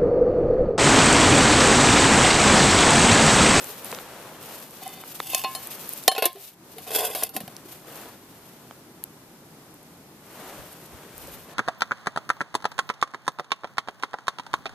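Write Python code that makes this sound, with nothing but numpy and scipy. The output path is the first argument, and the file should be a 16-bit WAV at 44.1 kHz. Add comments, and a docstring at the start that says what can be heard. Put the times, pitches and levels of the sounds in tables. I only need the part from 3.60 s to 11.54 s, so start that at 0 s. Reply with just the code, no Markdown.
"""At a campsite, metal mugs and a pot are handled on the ground close to a stereo microphone.
A rim sticks and slips on a mug, making it sing, then clinks against it. The pot and its lid knock,
rattle and ring; the pot is dragged over metal and set down on the soil with soft thuds.
Sleeves swish and grit ticks between the moves, over a quiet outdoor murmur with a thin whine.
Near the end, a few puffs of breeze rumble on the microphone."""
import sys
import numpy as np
from scipy import signal
from scipy.io import wavfile
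from scipy.ndimage import uniform_filter1d, minimum_filter1d

SR = 44100
rng = np.random.default_rng(int(sys.argv[2]) if len(sys.argv) > 2 else 0)


def master_out(mix):
    """Clip the mix to full scale and print it as 16-bit PCM to the path in sys.argv[1]."""
    frames = np.transpose(np.atleast_2d(mix))
    ceiling = np.clip(frames, -1, 1)
    pcm = np.round(ceiling * 32767).astype(np.int16)
    wavfile.write(sys.argv[1], SR, pcm)


N = 350178
TIME = np.arange(N) / SR

# moves of sleeves and hands: middle_s, length_s, swish_db, fizz_db
HAND_MOVES = [(.04, 0.61, -42, -37.5), (.32, 0.34, -40.5, -41), (.6, 0.94, -43, -51),
              (.94, 0.36, -44.5, -39.5), (1.28, 0.73, -50, -43.5), (1.54, 0.25, -50, -38.5),
              (2.08, 0.74, -45.5, -37.5), (2.35, 0.6, -49.5, -38.5), (2.72, 0.16, -58, -39.5),
              (2.85, 0.22, -48.5, -34), (3.27, 0.48, -55, -43), (3.9, 0.47, -51, -51),
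              (4.13, 0.2, -50.5, -42.5), (4.39, 0.44, -44, -43), (4.85, 1.04, -57.5, -55),
              (6.89, 0.62, -43.5, -46), (7.17, 0.42, -52, -48), (7.42, 0.48, -48, -55),
              (7.69, 0.46, -47, -44), (7.92, 0.18, -47.5, -65)]
# the tones the pot rings with: pitch_hz, level_db, fade_s (time to fall by 60 dB)
POT_TONES = [(443, -1, 0.074), (484, -5, 0.063), (630, -9, 0.043), (703, -1, 0.066), (769, 1.5, 0.091),
             (1054, -9, 0.2), (1444, -8, 0.093), (2116, -12, 0.14), (2615, 0, 0.091), (2820, -6, 0.14),
             (3270, -18, 0.34), (3500, -9.5, .12), (3820, -16, 0.092), (4414, -5, .1), (4440, -17, 0.25),
             (9840, -11, 0.053), (10300, -18.5, .2), (11400, -10, .12), (11910, -14.5, 0.09),
             (12600, -3, .08), (12905, -2, .08)]


def amp(db):
    """Turns decibels into a number to multiply a sound by."""
    return 10 ** (np.asarray(db) / 20)


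def rms(x):
    """The average strength of a sound (root mean square)."""
    return np.sqrt(np.mean(x ** 2) + 1e-20)


def evened(x):
    """Scales a sound to an average strength of 1."""
    return x / rms(x)


def fade(t, fade_s):
    """A level that falls by 60 dB every fade_s seconds."""
    return np.exp(-np.log(1000) * t / fade_s)


def add(mix, start_s, sound):
    """Lays a sound into the mix at start_s."""
    part = mix[:, max(round(start_s * SR), 0):][:, :sound.shape[1]]
    part += sound[:, :part.shape[1]]


def colour(x, curve, size=2048):
    """Shapes lows and highs by rows of pitch_hz, level_db; nothing sounds early, so hits stay sharp."""
    pitch_hz, level_db = np.transpose(curve)
    grid_hz = abs(np.fft.fftfreq(size, 1 / SR))
    log_gain = np.log(amp(np.interp(np.log(grid_hz + 1), np.log(pitch_hz), level_db)))
    taps = np.fft.ifft(np.exp(np.conj(signal.hilbert(log_gain)))).real[:size // 2]
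    return signal.oaconvolve(x, taps[None], axes=1)[:, :x.shape[1]]


def band(x, low_hz, high_hz, order=2):
    """Keeps the pitches between low_hz and high_hz."""
    edges_hz = [low_hz, min(high_hz, SR / 2 - 1)]
    return signal.sosfilt(signal.butter(order, edges_hz, "band", fs=SR, output="sos"), x)


def swells(rows):
    """One level curve per dB column: each row rises and falls in an arch; overlaps add in power."""
    power = np.zeros((len(rows[0]) - 2, N))
    for middle_s, length_s, *levels_db in rows:
        inside = abs(TIME - middle_s) < length_s / 2
        arch = np.cos(np.pi * (TIME[inside] - middle_s) / length_s) ** 1.3
        power[:, inside] += np.outer(amp(levels_db), arch) ** 2
    return np.sqrt(power)


def flutter(rate_hz, depth_db):
    """A level that wavers at random."""
    turns_s = np.arange(0, TIME[-1] + 1, 1 / rate_hz)
    return amp(depth_db * np.interp(TIME, turns_s, rng.standard_normal(N)[:len(turns_s)]))


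def grains(per_s, spread_db, smooth):
    """Rubbing: tiny slips of uneven size over a smooth noise."""
    size = amp(spread_db * np.minimum(rng.exponential(1, N), 4))
    slipping = rng.random(N) < per_s / SR
    slips = evened(size * slipping * rng.standard_normal((2, N)))
    return evened(slips + smooth * rng.standard_normal((2, N)))


def ringing(tones, t):
    """Touched metal rings with dying tones, each starting at a random point of its swing."""
    pitch_hz, level_db, fade_s = np.transpose(tones)
    phases = np.exp(2j * np.pi * rng.random((2, len(pitch_hz))))
    dying_tones = np.exp(np.outer(2j * np.pi * pitch_hz - np.log(1000) / fade_s, t))
    return ((phases * amp(level_db)) @ dying_tones).imag


def stereo(pair, width):
    """Makes left and right: the pair's first row is the middle, its second spreads to the sides."""
    middle, side = pair[0], colour(pair[1:], width)[0]
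    return np.array([middle + side, middle - side])


def air(murmur_db=-49.5):
    """A low outdoor murmur with a thin, steady whine in it."""
    # the murmur's lows and highs: pitch_hz, level_db
    murmur_curve = [(15, -52), (25, -21.5), (70, -15), (151, -2), (244, -4.5), (326, -4), (448, -8.5),
                    (485, -11.5), (868, -13), (2710, -25.5), (5260, -26.5), (6000, -27), (8240, -28),
                    (14000, -25)]
    # the whine: pitch_hz, level_db
    whine_tones = [(11806, -74)]
    murmur = evened(colour(rng.standard_normal((2, N)), murmur_curve, size=8192))
    murmur *= flutter(rate_hz=6, depth_db=.4)
    whine = sum(amp(db) * np.sqrt(2) * np.sin(2 * np.pi * hz * TIME) for hz, db in whine_tones)
    return amp(murmur_db) * murmur + whine


def sleeves():
    """Cloth swishes while single fibres and specks of dirt crackle in a fine fizz."""
    # the soft swish: pitch_hz, level_db
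    swish_curve = [(60, -17), (150, -4.5), (300, -0.5), (500, 3.5), (750, 1.5), (1200, -1.5), (1700, -4.5),
                   (2300, -8.5), (3300, -10.5), (5000, -16), (9000, -16.5)]
    # the crisp fizz: pitch_hz, level_db
    fizz_curve = [(1200, -20), (2500, -1), (4300, -2.5), (7500, -4), (11000, -1), (14000, 5.5)]
    swish_level, fizz_level = swells(HAND_MOVES)
    swish = evened(colour(grains(per_s=4000, spread_db=2.5, smooth=1.2), swish_curve))
    swish *= flutter(rate_hz=50, depth_db=.6)
    fizz = evened(colour(grains(per_s=3000, spread_db=1.5, smooth=0.99), fizz_curve))
    fizz *= flutter(rate_hz=65, depth_db=3.0)
    return swish_level * swish + fizz_level * fizz


def click(pitch_hz, width_octaves):
    """One dry contact: a very short burst of noise around a pitch, with a peak of 1."""
    t = np.arange(SR // 20) / SR
    reach = 2 ** (width_octaves / 2)
    burst = rng.standard_normal((2, len(t))) * fade(t, fade_s=.007)
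    burst = band(burst, pitch_hz / reach, pitch_hz * reach)
    return burst / abs(burst).max(axis=1, keepdims=True)


def ticks(grit_per_s=3.4, rest_db=-45.5, over_fizz_db=8, spread_db=4):
    """Small dry contacts, and stray grit that ticks louder while the hands move."""
    # the contacts: start_s, level_db, pitch_hz, width_octaves
    contacts = [(.043, -21.5, 9300, 0.87), (.246, -19, 12000, .6), (0.316, -23.5, 6150, 1.3),
                (0.327, -19, 1110, 2), (0.348, -22, 4500, 1.7), (.3875, -25, 900, 2.4),
                (1.001, -28, 12000, .6), (1.236, -25, 10500, .9), (1.278, -23.5, 8500, 1.2),
                (1.292, -30, 8700, 1), (1.4375, -27, 1150, 1.6), (1.602, -11, 1070, 2.2),
                (1.748, -12, 6850, 0.21), (2.2918, -17.5, 12000, .6), (2.335, -16, 12300, .6),
                (2.3765, -24, 12100, .6), (2.438, -25, 7960, 1), (3.966, -23.5, 7900, 1.5),
                (5.11, -29, 1200, 2), (5.439, -27.5, 5360, 1.55), (5.439, -16, 13000, 0.37),
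                (6.142, -39, 12000, .6), (6.231, -37, 12000, .6), (7.58, -27, 11100, .7),
                (7.673, -29, 8000, 2)]
    out = np.zeros((2, N))
    for start_s, level_db, pitch_hz, width_octaves in contacts:
        add(out, start_s, amp(level_db) * click(pitch_hz, width_octaves))
    _, fizz_level = swells(HAND_MOVES)
    for at in np.flatnonzero(rng.random(N) < grit_per_s / SR):
        size = amp(rest_db) + amp(over_fizz_db) * fizz_level[at]
        size *= amp(spread_db * rng.standard_normal())
        add(out, TIME[at], size * click(pitch_hz=11100, width_octaves=0.62))
    return out


def thuds(rise_s=0.0027):
    """Soft bumps on the soil and on the microphone's housing, and the dull low body under the hardest knock:
    low tones that soon die away."""
    # the bumps: start_s, level_db, pitch_hz, fade_s
    bumps = [(.33, -26.5, 500, 0.052), (2.481, -13, 457, 0.026), (2.655, -13, 355, 0.076),
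             (2.751, -27.5, 395, 0.2), (3.165, -34, 446, 0.1), (3.752, -27.5, 299, 0.1),
             (3.768, -28, 214, .074), (3.809, -26, 210, 0.045), (3.835, -23, 186, 0.035),
             (3.875, -30, 138, 0.054), (4.055, -30, 355, 0.034), (7.679, -29, 546, 0.044)]
    out, t = np.zeros((2, N)), np.arange(SR // 3) / SR
    soft_start = 1 - np.exp(-t / rise_s)
    for start_s, level_db, pitch_hz, fade_s in bumps:
        swing = np.sin(2 * np.pi * (pitch_hz * t + rng.random((2, 1))))
        add(out, start_s, amp(level_db) * swing * fade(t, fade_s) * soft_start)
    return out


def scrape(pressure, speed, part, ring_db):
    """Metal sticks and slips: pressure brings a hollow sound, speed a hiss, and the metal sings along."""
    # the hollow sound: pitch_hz, level_db
    hollow_curve = [(40, -64), (100, -23.5), (300, -25.5), (445, 7), (530, -3), (730, 4.5), (900, -11),
                    (1060, 0.5), (1220, -16), (2500, -17), (5000, -91.5)]
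    # the hiss: pitch_hz, level_db
    hiss_curve = [(900, -48), (1500, -13.5), (2400, -11.5), (3100, 0), (3650, -2), (4200, -9), (5000, -4),
                  (8000, -6.5), (10200, -0.5), (12400, 0), (14100, -1)]
    # the tones of a rubbed rim: pitch_hz, level_db, fade_s
    rim_tones = [(762, 3.5, 0.053), (1070, -6, .07), (2050, -6, 0.094), (2550, -5.5, 0.053),
                 (3023, -3.5, 0.063), (3575, 3, 0.037), (4450, -4, .04)]
    tones = {"rim": rim_tones, "pot": rim_tones + POT_TONES}[part]
    slips = grains(per_s=1500, spread_db=-2.0, smooth=0.66) * flutter(rate_hz=160, depth_db=3)
    t = np.arange(SR // 2) / SR
    # every slip shivers briefly through the thin wall
    shiver = rng.standard_normal((2, len(t))) * fade(t, fade_s=0.033)
    wall = signal.oaconvolve(slips, shiver, axes=1)[:, :N]
    rubbing = pressure * evened(colour(slips, hollow_curve)) + speed * evened(colour(wall, hiss_curve))
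    singing = signal.oaconvolve(slips * (pressure + speed), ringing(tones, t), axes=1)[:, :N]
    return rubbing + amp(ring_db) * rms(rubbing) * evened(singing)


def strokes():
    """Short scrapes of metal on metal that build up and let go."""
    # the rubs: start_s, part, length_s, rise_s, release_s, pressure_db, speed_db, ring_db
    rubs = [(1.198, "rim", .24, 0.011, .02, -64.5, -60.5, 11),
            (1.566, "rim", 0.29, 0.22, 0.088, -54, -27.5, -12),
            (3.264, "pot", 0.044, .012, 0.026, -39, -37, -9),
            (3.562, "pot", 0.13, 0.028, 0.069, -40, -30.5, -6.5),
            (3.733, "pot", 0.057, .018, .01, -45.5, -38.5, -13)]
    out = np.zeros((2, N))
    for start_s, part, length_s, rise_s, release_s, pressure_db, speed_db, ring_db in rubs:
        rising = (TIME - start_s) / rise_s
        falling = (start_s + length_s - TIME) / release_s
        shape = np.clip(np.minimum(rising, falling), 0, 1)
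        out += scrape(amp(pressure_db) * shape, amp(speed_db) * shape, part, ring_db)
    return out


def hoots(pitch_hz=755):
    """The gliding rim catches, and its sticking and slipping sounds the mug's lowest tone alone."""
    # the catches: middle_s, length_s, level_db
    catches = [(1.225, 0.019, -40.5), (1.268, 0.023, -33)]
    return swells(catches) * np.sqrt(2) * np.sin(2 * np.pi * (pitch_hz * TIME + rng.random((2, 1))))


def knocks(bounce_gain=0.53, bounce_range_s=(.0013, 0.0022), attack_s=0.0063):
    """Metal hits metal: the walls clank, the mug, pot or lid rings, and the rim bounces once."""
    # the hits: start_s, vessel, level_db, hardness_db (extra treble), clank_fade_s, ring_db (over clank)
    hits = [(1.733, "mug", -32.5, -7, 0.057, 9), (1.747, "mug", -28, 8, 0.023, -13),
            (1.838, "mug", -32.5, -2.5, 0.065, 6), (1.845, "mug", -24.5, -18, .07, 5),
            (1.95, "lid", -33, 0.5, 0.029, -3.5), (2.479, "lid", -8, -4.5, 0.022, -12.5),
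            (2.481, "pot", -20.5, -9, 0.042, 3), (2.5155, "lid", -19.5, -8.5, 0.12, -3.5),
            (2.55, "mug", -25.5, -9, 0.074, -13), (2.563, "mug", -23, -9, 0.12, 11),
            (2.5803, "pot", -14, -7, 0.11, 4), (2.623, "pot", -8.5, -8, 0.068, 1),
            (2.641, "pot", -13, -12, 0.18, -2), (2.655, "pot", -14, 7, 0.056, -13.5),
            (2.757, "pot", -38.5, -7.5, 0.3, -8), (3.183, "pot", -39.5, -2.5, 0.061, -7),
            (3.316, "pot", -34, -3, .029, -2), (3.349, "pot", -32.5, 5.5, 0.055, -16),
            (3.5495, "pot", -27.5, 1.5, 0.15, -24), (3.624, "pot", -25.5, -34, 0.042, -16),
            (3.635, "pot", -31, 13.5, .025, -29), (3.692, "pot", -48.5, 11, 0.033, -1),
            (3.7647, "pot", -26.5, 1, 0.05, -8), (3.804, "pot", -37.5, 0, 0.091, -10),
            (3.878, "pot", -37, -5, 0.024, -23)]
    # the clank, a crowd of quickly dying wall tones: pitch_hz, level_db
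    clank_curve = [(120, -23.5), (280, -3), (450, -9.5), (740, 8.5), (900, -9), (1300, -13), (1800, 0),
                   (2500, -1), (3800, 3), (5800, -13), (8200, -15.5), (10200, -2.5), (14200, 0)]
    # the mug's tones: pitch_hz, level_db, fade_s
    mug_tones = [(715, -7, .08), (770, -2, .14), (1053, -8, .27), (1712, -19, .9), (2020, -15, .12),
                 (2229, -23, 1.1), (2570, 2, .16), (2846, -5, .18), (3055, -14, .18), (3578, -6, .14),
                 (4295, -3, .08), (4960, -22, .4), (5440, -18, .1), (6900, -4, .03), (10160, -19, .35),
                 (11300, -19, .2)]
    # the lid's tones: pitch_hz, level_db, fade_s
    lid_tones = [(765, -1, 0.1), (1066, -11, .3), (1787, -8, 0.078), (3060, -4, 0.22), (4260, 2, 0.11),
                 (5070, -5.5, 0.047), (6270, -20.5, 0.09), (7350, -14.5, 0.088), (8640, -16, .08),
                 (9800, -1.5, 0.092), (9920, -23, .25), (12100, -12, 0.22)]
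    # four pitch ranges of a knock: low_hz, high_hz
    ranges = [(200, 1300), (1300, 5500), (5500, 9000), (9000, 15000)]
    # how much of the hardness each range gets: share (0 to 1)
    hardness_shares = [0, .15, .85, 1]
    # how strongly each vessel sounds in each range: level_db
    range_db = {"mug": [0.35, 1.5, -0.85, -1.8], "pot": [-2, -3.5, -7, 0.16], "lid": [-1.5, -0.93, -0.29,
                0.94]}
    tones = {"mug": mug_tones, "pot": POT_TONES, "lid": lid_tones}
    out, t = np.zeros((2, N)), np.arange(SR * 3 // 5) / SR
    attack = t < attack_s  # the first moments of a hit set its level
    snap = 1.1 * np.exp(-t / 0.00077)
    for start_s, vessel, level_db, hardness_db, clank_fade_s, ring_db in hits:
        burst = rng.standard_normal((2, len(t))) * (fade(t, clank_fade_s) + snap)
        clank = colour(burst, clank_curve)
        ring = ringing(tones[vessel], t)
        touch = clank / rms(clank[:, attack]) + amp(ring_db) * ring / rms(ring[:, attack])
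        knock = touch.copy()
        add(knock, rng.uniform(*bounce_range_s), bounce_gain * touch)
        for (low_hz, high_hz), share, vessel_db in zip(ranges, hardness_shares, range_db[vessel]):
            layer = np.array([x / rms(x[attack]) for x in band(knock, low_hz, high_hz, order=3)])
            add(out, start_s, amp(level_db + vessel_db + share * hardness_db) * layer)
    return out


def pot_drag(edge_s=.02, silent_db=-100):
    """The pot scrapes over metal with uneven pressure and speed."""
    # the course of the drag: time_s, pressure_db, speed_db
    course = [(3.29, -50, -50), (3.335, -31, -27), (3.355, -27, -19.5), (3.378, -32.5, -26.5),
              (3.396, -25, -21.5), (3.432, -25.5, -28.5), (3.468, -32.5, -23.5), (3.49, -26.5, -32),
              (3.507, -30.5, -30), (3.545, -45, -36.5)]
    time_s, pressure_db, speed_db = np.transpose(course)
    time_s = [time_s[0] - edge_s, *time_s, time_s[-1] + edge_s]
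    pressure = amp(np.interp(TIME, time_s, [silent_db, *pressure_db, silent_db]))
    speed = amp(np.interp(TIME, time_s, [silent_db, *speed_db, silent_db]))
    return scrape(pressure, speed, "pot", ring_db=-10)


def breeze():
    """Wind buffets the microphone, with a separate low rumble on each side."""
    # the puffs: middle_s, length_s, level_db
    puffs = [(7.01, 0.086, -46.5), (7.34, 0.1, -51), (7.68, 0.44, -53.5)]
    return swells(puffs) * evened(band(rng.standard_normal((2, N)), low_hz=53, high_hz=113))


def scene():
    """Metal in the centre, sleeves and air wide and slightly to the left."""
    # stereo width of the metal: pitch_hz, side_db (compared with the middle)
    metal_width = [(100, -21.5), (500, -25), (1200, -30), (2800, -45), (4800, -5), (8000, -6.5), (13000, 0)]
    # stereo width of the sleeves: pitch_hz, side_db
    sleeve_width = [(100, -23.5), (700, -20.5), (1400, -9.5), (2800, -4.5), (6000, -1.5), (13000, -1.5)]
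    # stereo width of the air: pitch_hz, side_db
    air_width = [(60, -9), (150, -20), (380, -14.5), (950, -7.5), (2380, 0), (5970, 1), (15000, -0.5)]
    metal = stereo(pot_drag() + strokes() + knocks() + hoots() + ticks() + thuds(), metal_width)
    metal = band(metal, low_hz=90, high_hz=SR / 2, order=1)  # the metal sounds carry little deep bass
    cloth = stereo(sleeves(), sleeve_width) * amp([[.9], [-.9]])
    outdoors = stereo(air(), air_width) * amp([[.3], [-.3]])
    return metal + cloth + outdoors + breeze()


def record(dry, threshold_db=-15, max_cut_db=9, hold_s=0.25, recover_db_per_s=70, lag_s=0.012):
    """Automatic volume dips after loud knocks and recovers; peaks clip; the highest treble is cut."""
    power_db = 10 * np.log10(abs(uniform_filter1d((dry ** 2).mean(0), size=220)) + 1e-12)
    over_db = np.clip(power_db - threshold_db, 0, max_cut_db)
    hold = int(hold_s * SR)
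    held_db = -minimum_filter1d(-over_db, hold, origin=(hold - 1) // 2)  # the largest recent excess
    recovery_db = TIME * recover_db_per_s
    cut_db = np.maximum.accumulate(held_db + recovery_db) - recovery_db
    lag = np.exp(-1 / (lag_s * SR))
    turned_down = dry / amp(signal.lfilter([1 - lag], [1, -lag], cut_db))
    treble_cut = signal.firwin(301, cutoff=14300, window=("kaiser", 7), fs=SR)
    return signal.oaconvolve(np.clip(turned_down, -1, 1), treble_cut[None], "same", axes=1)


dry = scene()
out = record(dry)
master_out(out)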